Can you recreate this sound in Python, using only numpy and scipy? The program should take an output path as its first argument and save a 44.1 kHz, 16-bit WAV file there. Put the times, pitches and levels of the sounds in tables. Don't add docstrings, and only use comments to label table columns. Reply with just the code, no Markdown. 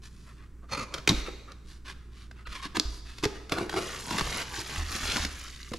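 import sys
import numpy as np
from scipy import signal
from scipy.fft import rfft, irfft, next_fast_len
from scipy.io import wavfile
from scipy.ndimage import map_coordinates

SR = 44100
rng = np.random.default_rng(int(sys.argv[2]) if len(sys.argv) > 2 else 0)


def unload_audio(sound):
    columns = np.transpose(np.atleast_2d(sound))
    steps = np.round(np.clip(columns, -1, 1) * 32767)
    wavfile.write(sys.argv[1], SR, steps.astype(np.int16))


N = 255133

# [t/s, level/dB, slip length/s, ring f/Hz]
SNAPS = [(0.7225, -36, 0.005, 1880), (0.9403, -25.5, 0.0012, 2700), (0.9462, -31, 0.0019, 2000),
         (0.977, -36.5, 0.0073, 1870), (1.0746, -13, 0.0019, 2150), (1.0893, -13.5, 0.0039, 3540),
         (1.099, -25.5, 0.0021, 1810), (1.108, -26, .001, 1860), (1.52, -42, 0.00046, 3620),
         (1.893, -44.5, 0.0072, 2560), (2.311, -43.5, 0.0021, 2030), (2.652, -35.5, 0.0024, 2200),
         (2.745, -30, 0.027, 1800), (2.769, -22, 0.00099, 2830), (2.7978, -14, 0.000088, 4360),
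         (3.182, -39, 0.0035, 2520), (3.226, -35, 0.0034, 1700), (3.233, -24, 0.011, 2300),
         (3.253, -21, 0.00076, 2160), (3.494, -36.5, 0.0031, 2400), (3.5208, -19, 0.0012, 1670),
         (3.584, -25.5, 0.0014, 1290), (3.695, -28, 0.0012, 2160), (3.726, -32.5, 0.0024, 1240),
         (3.74, -28, 0.0017, 1100), (4.1092, -24, 0.00086, 1280), (4.183, -22, 0.0022, 1750),
         (4.195, -22.5, 0.00065, 2270), (4.21, -20.5, 0.00065, 1970), (5.156, -26.5, 0.0073, 1690),
         (5.169, -22, 0.00048, 2280), (5.2487, -23.5, 0.0015, 2740), (5.718, -38.5, .0015, 1410),
         (5.733, -32.5, 0.0055, 2100)]
# [f/Hz, relative level/dB]
EDGE_TONE = [(47, -44), (80, 4.5), (132, -4), (461, -4.5), (780, -13), (1610, -18), (2440, -8),
             (3030, -16.5), (4400, -14.5), (7950, -27), (10800, -26), (15000, -54)]
# [f/Hz, relative level/dB]
FILM_TONE = [(350, -96), (650, -32), (1140, -1.5), (1880, -1.5), (2310, -2), (3380, -1), (7000, -1.5),
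             (8400, -9), (10700, -6.5), (13700, -17.5), (15500, -43)]
# [f/Hz, relative level/dB]
DRAG_TONE = [(41, -37.5), (70, -9.5), (140, -5.5), (522, -16.5), (1200, -12), (1700, -81)]
RING_HZ = 2520


def amp(db):
    return 10 ** (np.asarray(db) / 20)


def unit(x):
    return x / np.sqrt(np.mean(x ** 2) + 1e-20)


def along(points, hz):
    f, v = np.transpose(points)
    return np.interp(np.log(hz + 1), np.log(f), v)


def coloured(x, gain):
    n = x.shape[-1]
    m = 2 * next_fast_len(n // 2 + 2048)
    log_gain = np.log(np.maximum(gain(np.fft.rfftfreq(m, 1 / SR)), 1e-6))
    cepstrum = irfft(log_gain)
    cepstrum[1:m // 2] *= 2
    cepstrum[m // 2 + 1:] = 0
    response = np.exp(rfft(cepstrum))
    return irfft(rfft(x, m) * response)[..., :n]


def voiced(x, spectrum):
    return unit(coloured(x, lambda hz: amp(along(spectrum, hz))))


def resonance(hz, centre, width):
    return hz * width / np.hypot(centre ** 2 - hz ** 2, hz * width)


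def ringing(x, modes, stretch=1):
    def gain(f):
        return sum(amp(db) * resonance(f, hz * stretch, width) ** 2 for hz, width, db in modes)
    return unit(coloured(x, gain))


def wobble(rate):
    return map_coordinates(rng.standard_normal(8192), [np.arange(N) * rate / SR], mode="wrap")


def slips(rate, spread_db, clump_db):
    hit = rng.random(N) < rate / SR
    size = amp(spread_db * np.clip(rng.standard_normal(N), -2, 2) + clump_db * wobble(140))
    return unit(hit * size * rng.choice([-1, 1], N) / np.sqrt(rate))


def efforts(rows, attack, release, swell=0):
    t, power = np.arange(N) / SR, 1e-18
    for s, length, *levels in rows:
        past = t - s - length
        swelling = swell * np.clip(past, -length, 0)
        fading = -60 * (np.maximum(s - t, 0) / attack + np.maximum(past, 0) / release)
        power = power + amp(np.add.outer(levels, swelling + fading)) ** 2
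    return np.sqrt(power)


def add(track, s, sound):
    part = track[round(s * SR):][:len(sound)]
    part += sound[:len(part)]


def background(rumble_db=-51, side_db=-16):
    # [f/Hz, level/dB]
    hum_partials = [(59.2, -49), (118.4, -63.5), (172.3, -70)]
    # [f/Hz, relative level/dB]
    rumble_tone = [(25, 0.5), (60, -7.5), (170, -11), (380, -18.5), (600, -38), (1500, -32.5),
                   (3500, -46.5), (8000, -45), (15000, -56)]
    t = np.arange(N) / SR
    hum = sum(amp(db + wobble(2.67)) * np.sqrt(2) * np.sin(2 * np.pi * hz * t + 0.71 * wobble(2.05))
              for hz, db in hum_partials)
    mid, side = voiced(rng.standard_normal((2, N)), rumble_tone)
    return hum + amp(rumble_db) * (mid + amp(side_db) * np.array([side, -side]))


def table_top(x, early_db=-11.0, t60=0.014, apart_share=0.72, size=4096):
    out, t = np.zeros((2, N + 4 * size)), np.arange(size // 4) / SR
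    padded, window = np.pad(x, (size, 2 * size)), signal.windows.cosine(2 * size)
    for start in range(0, N + size, size):
        shared, apart = rng.standard_normal((2, len(t))) * amp(-60 * t / t60) * (t > .001)
        apart = coloured(apart, lambda f: apart_share * f / np.hypot(f, 500))
        answer = unit(np.array([shared + apart, shared - apart])) / np.sqrt(len(t))
        block = padded[start:start + 2 * size] * window
        echo = signal.fftconvolve(block[None], answer, axes=1)
        out[:, start:start + echo.shape[1]] += echo
    return amp(early_db) * out[:, size:size + N]


def room(x, tail_db=-16.5, gap=0.0069, width=0.42):
    # [f/Hz, t60/s]
    fade_times = [(150, 0.52), (400, 1), (4000, 0.9)]
    # [f/Hz, level/dB]
    answer_tone = [(50, -21.5), (150, 2.5), (350, 8.5), (4000, 5.5), (12000, 4.5)]
    hz, t, z = signal.stft(rng.standard_normal((2, SR)), SR, nperseg=256)
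    fading = z * amp(-60 * t / along(fade_times, hz)[:, None])
    mid, side = signal.istft(fading, SR, nperseg=256)[1][:, :SR]
    build_up = np.minimum(np.arange(SR) / SR / gap, 1) ** 2
    tail = np.array([mid + width * side, mid - width * side]) * build_up
    walls = signal.fftconvolve(x, amp(tail_db) * unit(tail) / np.sqrt(SR), axes=1)[:, :N]
    return coloured(table_top(x.mean(axis=0)) + walls, lambda f: amp(along(answer_tone, f)))


def snap_ring():
    # [f/Hz, width/Hz, relative level/dB]
    ring_modes = [(2580, 59, -9), (3790, 190, 0.5), (4830, 140, -10)]
    start_s, level_db, t60_s = 1.092, -44.5, 0.76
    out, t = np.zeros(N), np.arange(SR // 2) / SR
    add(out, start_s, amp(level_db - 60 * t / t60_s) * ringing(rng.standard_normal(len(t)), ring_modes))
    return out


def strokes(sharpness=1.0, taper=0.84):
    # [t/s, level/dB, length/s, centre f/Hz]
    stroke_rows = [(0.016, -53.5, 0.075, 4630), (0.025, -64, 0.38, 5300), (0.252, -57.5, 0.085, 1900),
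                   (0.36, -59.5, 0.12, 2060), (0.622, -56.5, 0.04, 740), (0.687, -53, .02, 1900),
                   (1.134, -44.5, 0.1, 3800), (1.247, -43.5, 0.053, 2200), (1.468, -50.5, 0.072, 1420),
                   (1.642, -56.5, 0.15, 4520), (1.844, -44.5, 0.093, 3050), (2.108, -57.5, 0.18, 3670),
                   (2.345, -57.5, 0.1, 2170), (2.463, -43, 0.019, 2190), (2.471, -47.5, 0.16, 3270),
                   (2.52, -45, 0.017, 2670), (2.547, -45.5, 0.027, 2900), (2.612, -41, 0.067, 3320),
                   (2.885, -55, 0.13, 6500), (3.042, -51, 0.11, 3560), (3.136, -53.5, 0.1, 4300),
                   (3.346, -47.5, 0.033, 2600)]
    # [f/Hz, relative level/dB]
    skin_tone = [(400, 10), (850, -5.5), (1100, 9), (1450, 3.5), (2300, -3.5), (3200, -5), (4500, -5.5),
                 (8000, -11.5), (11000, -10.5), (15000, -33.5)]
    out, grain = np.zeros(N), slips(rate=1700, spread_db=1.5, clump_db=0.5)
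    for s, db, length, hz in stroke_rows:
        u = np.linspace(0, 1, round(length * SR), endpoint=False)
        piece = grain[round(s * SR):][:len(u)]
        rub = coloured(piece, lambda f: amp(along(skin_tone, f)) * resonance(f, hz, hz / sharpness))
        add(out, s, amp(db) * np.sin(np.pi * u) ** taper * unit(rub))
    return out


def squeaks(flutter=0.067, count=3):
    # [t/s, length/s, level/dB, starting f/Hz]
    squeak_rows = [(2.451, 0.028, -48, 1320), (2.552, 0.028, -41.5, 1126), (2.595, .014, -43, 1150),
                   (2.615, .056, -43, 1190)]
    sag_hz_per_s = 3100
    overtone_db = -3
    out = np.zeros(N)
    for s, length, db, start_hz in squeak_rows:
        t = np.arange(round(length * SR)) / SR
        hz = (start_hz - sag_hz_per_s * t) * (1 + flutter * wobble(408)[:len(t)])
        phase = 2 * np.pi * np.cumsum(hz) / SR
        note = sum(amp(k * overtone_db) * np.sin((k + 1) * phase) for k in range(count))
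        add(out, s, amp(db) * np.sin(np.pi * t / length) * note)
    return out


def rummage(edge_db=-2, hollow_db=-3):
    # [t/s, length/s, edge level/dB, hollow level/dB, pitch ratio]
    rub_rows = [(3.523, 0.0078, -33, -34.5, 1.07), (3.57, 0.027, -36.5, -29, 0.96),
                (3.605, 0.02, -39, -51, 0.82), (3.732, 0.011, -44, -33.5, 1.03),
                (3.763, 0.022, -31.5, -31.5, .93), (3.813, 0.038, -42.5, -42, 1.26)]
    # [f/Hz, width/Hz, relative level/dB]
    box_modes = [(363, 127, 19), (535, 120, -5), (830, 120, 0), (1210, 210, 9), (1530, 240, 11.5)]
    attack_s, release_s = 0.052, 0.19
    out = np.zeros(N)
    for *rub, stretch in rub_rows:
        edge, hollow = efforts([rub], attack_s, release_s)
        drive = slips(rate=1100, spread_db=3.0, clump_db=0.8)
        out += amp(edge_db) * edge * voiced(drive, EDGE_TONE)
        out += amp(hollow_db) * hollow * ringing(drive, box_modes, stretch)
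    return out


def flap(level_db=-1, rasp_db=-3):
    # [t/s, length/s, scrape level/dB, drag level/dB, slot pitch ratio]
    tug_rows = [(0.702, 0.018, -53.5, -65, 1), (0.724, 0.027, -34.5, -60, 0.98),
                (0.776, 0.056, -37.5, -42, 1.026), (0.924, 0.071, -53.5, -46.5, 1.02)]
    # [f/Hz, width/Hz, relative level/dB]
    slot_modes = [(526, 150, 5), (1096, 400, 1), (2300, 310, -4), (4400, 600, -11), (6380, 1200, -14.5)]
    attack_s, release_s = 0.066, 0.067
    out = np.zeros(N)
    for *row, stretch in tug_rows:
        tug, drag = efforts([row], attack_s, release_s)
        drive = slips(rate=1300, spread_db=3.5, clump_db=1.0)
        scrape = ringing(drive, slot_modes, stretch) + amp(rasp_db) * voiced(drive, EDGE_TONE)
        out += amp(level_db) * tug * scrape + drag * voiced(drive, DRAG_TONE)
    return out


def pop(hz, q=3.6):
    t = np.arange(SR // 50) / SR
    burst = amp(-60 * t / 0.009) * rng.standard_normal(len(t))
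    tick = coloured(burst, lambda f: amp(along(FILM_TONE, f)) * resonance(f, hz, hz / q))
    return tick / np.abs(tick).max()


def creases():
    # [t/s, peak level/dB, ring f/Hz]
    crease_rows = [(4.344, -29, 2000), (4.555, -30, 5400), (4.592, -24, 4900), (4.9252, -27, 4500),
                   (4.9525, -25, 5600), (5.223, -27, 4000), (5.63, -31.5, 4200)]
    out = np.zeros(N)
    for s, db, hz in crease_rows:
        add(out, s, amp(db) * pop(hz))
    return out


def pops(held_s, octaves=0.75):
    pops_per_s, middle_hz = 160, 3030
    level_db, spread_db = 3.5, 1.5
    out = np.zeros(N)
    for s in np.cumsum(rng.exponential(1 / pops_per_s, 800)) + held_s:
        if s < N / SR:
            hz = np.clip(middle_hz * 2 ** rng.normal(0, octaves), 1700, 11000)
            add(out, s, amp(level_db + spread_db * np.clip(rng.normal(), -2, 2)) * pop(hz))
    return out


def crackle(rate, life=0.001):
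    hits = slips(rate, spread_db=-0.5, clump_db=0.0) ** 2
    power = signal.lfilter([1], [1, -np.exp(-1 / (life * SR))], hits)
    return np.sqrt(power) * rng.standard_normal(N)


def wrap(crinkle_db=0.66, drag_db=-2, busy_db=-35, busy_rate=260, calm_rate=90, patchy_db=2, count=11):
    # [t/s, length/s, crinkle level/dB, drag level/dB, favoured cell f/Hz before wander]
    pull_rows = [(3.774, 0.232, -40.5, -48.5, 3080), (4.107, 0.099, -35.5, -36, 1680),
                 (4.256, 0.16, -33.5, -38, 2080), (4.543, 0.065, -37, -42, 4700),
                 (4.694, 0.12, -37.5, -43, 1890), (4.928, 0.041, -34.5, -42.5, 4300),
                 (5.045, 0.13, -31.5, -38, 1930), (5.218, 0.017, -33, -42, 4650),
                 (5.392, 0.091, -46.5, -63, 5060)]
    attack_s, release_s = 0.41, 0.15
    tension_db_per_s = 13.5
    held_s, held_db, droop_s, droop_db_per_s = 3.69, -48.5, 5.58, 24
    dulling, neutral_db = 0.1, -65.5
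    favour_db, favour_octaves, wander_octaves = 5, 0.16, 0.67
    t, pulls = np.arange(N) / SR, np.array(pull_rows)
    pull, drag = efforts(pulls[:, :4], attack_s, release_s, tension_db_per_s)
    held = (t > held_s) * amp(held_db - droop_db_per_s * np.maximum(t - droop_s, 0))
    crinkle = np.hypot(pull, held)
    bright = np.clip((crinkle / amp(neutral_db)) ** -dulling, .5, 2)
    rate = calm_rate + busy_rate * (crinkle / amp(busy_db)) ** 2
    middles = pulls[:, 0] + pulls[:, 1] / 2
    favoured = np.interp(t, middles, np.log2(pulls[:, 4])) + wander_octaves * wobble(16)
    cells = np.zeros((2, N))
    for hz in np.geomspace(1100, 12000, count):
        ticks = unit(coloured(crackle(rate), lambda f: resonance(f, hz, 0.57 * hz)))
        side = np.array([[1], [-1]]) * 0.37 * wobble(90)
        lift = favour_db * np.exp(-((np.log2(hz) - favoured) / favour_octaves) ** 2)
        patches = patchy_db * (wobble(16) + wobble(110))
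        cells += ticks * np.sqrt(hz) * amp(side + lift + patches) * bright ** np.log2(hz / 3500)
    rub = voiced(slips(rate=1100, spread_db=4.0, clump_db=1.0), DRAG_TONE)
    rustle = voiced(cells, FILM_TONE) + pops(held_s)
    return amp(crinkle_db) * crinkle * rustle + amp(drag_db) * drag * rub


def blows(rows, t60, attack, partials):
    out, t = np.zeros(N), np.arange(SR // 2) / SR
    for s, db, hz in rows:
        ring = sum(amp(level + rng.normal(0, 1.5)) * np.sin(2 * np.pi * hz * ratio * rng.normal(1, 0.062) * t)
                   for ratio, level in partials)
        add(out, s, amp(db - 60 * t / t60) * (1 - np.exp(-t / attack)) * ring)
    return out


def box():
    # [t/s, level/dB, panel f/Hz]
    knock_rows = [(1.078, -28, 183), (1.098, -18, 169), (1.110, -18.5, 268), (1.116, -22, 185),
                  (1.127, -23, 245), (1.283, -29.5, 375), (2.655, -35, 344), (2.768, -26.5, 311),
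                  (2.779, -27, 201), (3.235, -22.5, 323), (3.256, -21, 380), (3.259, -24, 118),
                  (3.522, -24, 294), (3.582, -26, 345), (3.611, -24, 325), (3.626, -25.5, 335),
                  (3.665, -35, 342), (3.74, -28, 390), (4.217, -29.5, 127), (4.952, -28.5, 267),
                  (5.16, -26, 240), (5.251, -30.5, 214), (5.717, -29, 235), (5.739, -31, 350)]
    # [t/s, level/dB, f/Hz]
    thump_rows = [(1.142, -28.5, 52.4), (2.48, -41, 52), (2.852, -30.5, 53.3), (4.22, -33, 55.6),
                  (4.78, -28.5, 71.5), (5.03, -35, 71.4), (5.2, -32, 78.3)]
    kick_db, kick_db_per_octave, kick_delay_s, panel_hz = -12.5, -5, 0.0018, 303
    kicks = [(s + kick_delay_s, db + kick_db + kick_db_per_octave * np.log2(hz / RING_HZ), panel_hz)
             for s, db, _, hz in SNAPS]
    knocks = blows(knock_rows + kicks, t60=0.053, attack=0.00077,
                   partials=[(.6, -6.5), (1, 0), (1.25, -5), (2.1, -10.5)])
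    return knocks + blows(thump_rows, t60=0.57, attack=0.002, partials=[(.55, 0.3), (1, 2.3)])


def snaps(die=0.012, build=0.54, release=25, panel_db=-18, panel_t60=0.16):
    # [f/Hz, relative level/dB]
    snap_tone = [(150, -22), (400, 18), (700, 6.5), (1150, 10), (1700, 4.5), (3000, 1.5), (3800, 5.5),
                 (5200, 6), (7000, 2.5), (9000, -3.5), (11500, -2), (15000, -18.5)]
    ring_q, purer = 0.95, 1.9
    out, t = np.zeros(N), np.arange(SR // 8) / SR
    for s, db, length, hz in SNAPS:
        q = ring_q * (hz / RING_HZ) ** purer if hz > RING_HZ else ring_q
        after = np.maximum(t - length, 0)
        decay = amp(-60 * after / die) + amp(panel_db - 60 * after / panel_t60)
        shape = decay * (1 - np.exp(-t / (build * length)))
        drive = shape * rng.standard_normal(len(t))
        drive[0] += release * np.exp(-length / 0.00068)
        burst = coloured(drive, lambda f: amp(along(snap_tone, f)) * resonance(f, hz, hz / q))
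        add(out, s, amp(db) * burst * np.linalg.norm(shape) / np.linalg.norm(burst))
    return out


def scene():
    near = snaps() + box() + flap() + snap_ring() + strokes() + squeaks() + rummage() + wrap() + creases()
    return near + room(near) + background()


def record(dry, lag=.000012):
    # [f/Hz, left minus right level/dB]
    port_tone = [(50, -2), (250, 0.5), (5000, -0.5), (12000, 1.5)]
    top_hz = 15700
    m = next_fast_len(N + SR // 4)
    hz, side = np.fft.rfftfreq(m, 1 / SR), np.array([[.5], [-.5]])
    ports = amp(side * along(port_tone, hz)) * np.exp(-2j * np.pi * hz * lag * side)
    return irfft(rfft(dry, m) * ports * (hz < top_hz), m)[:, :N]


dry = scene()
out = record(dry)
unload_audio(out)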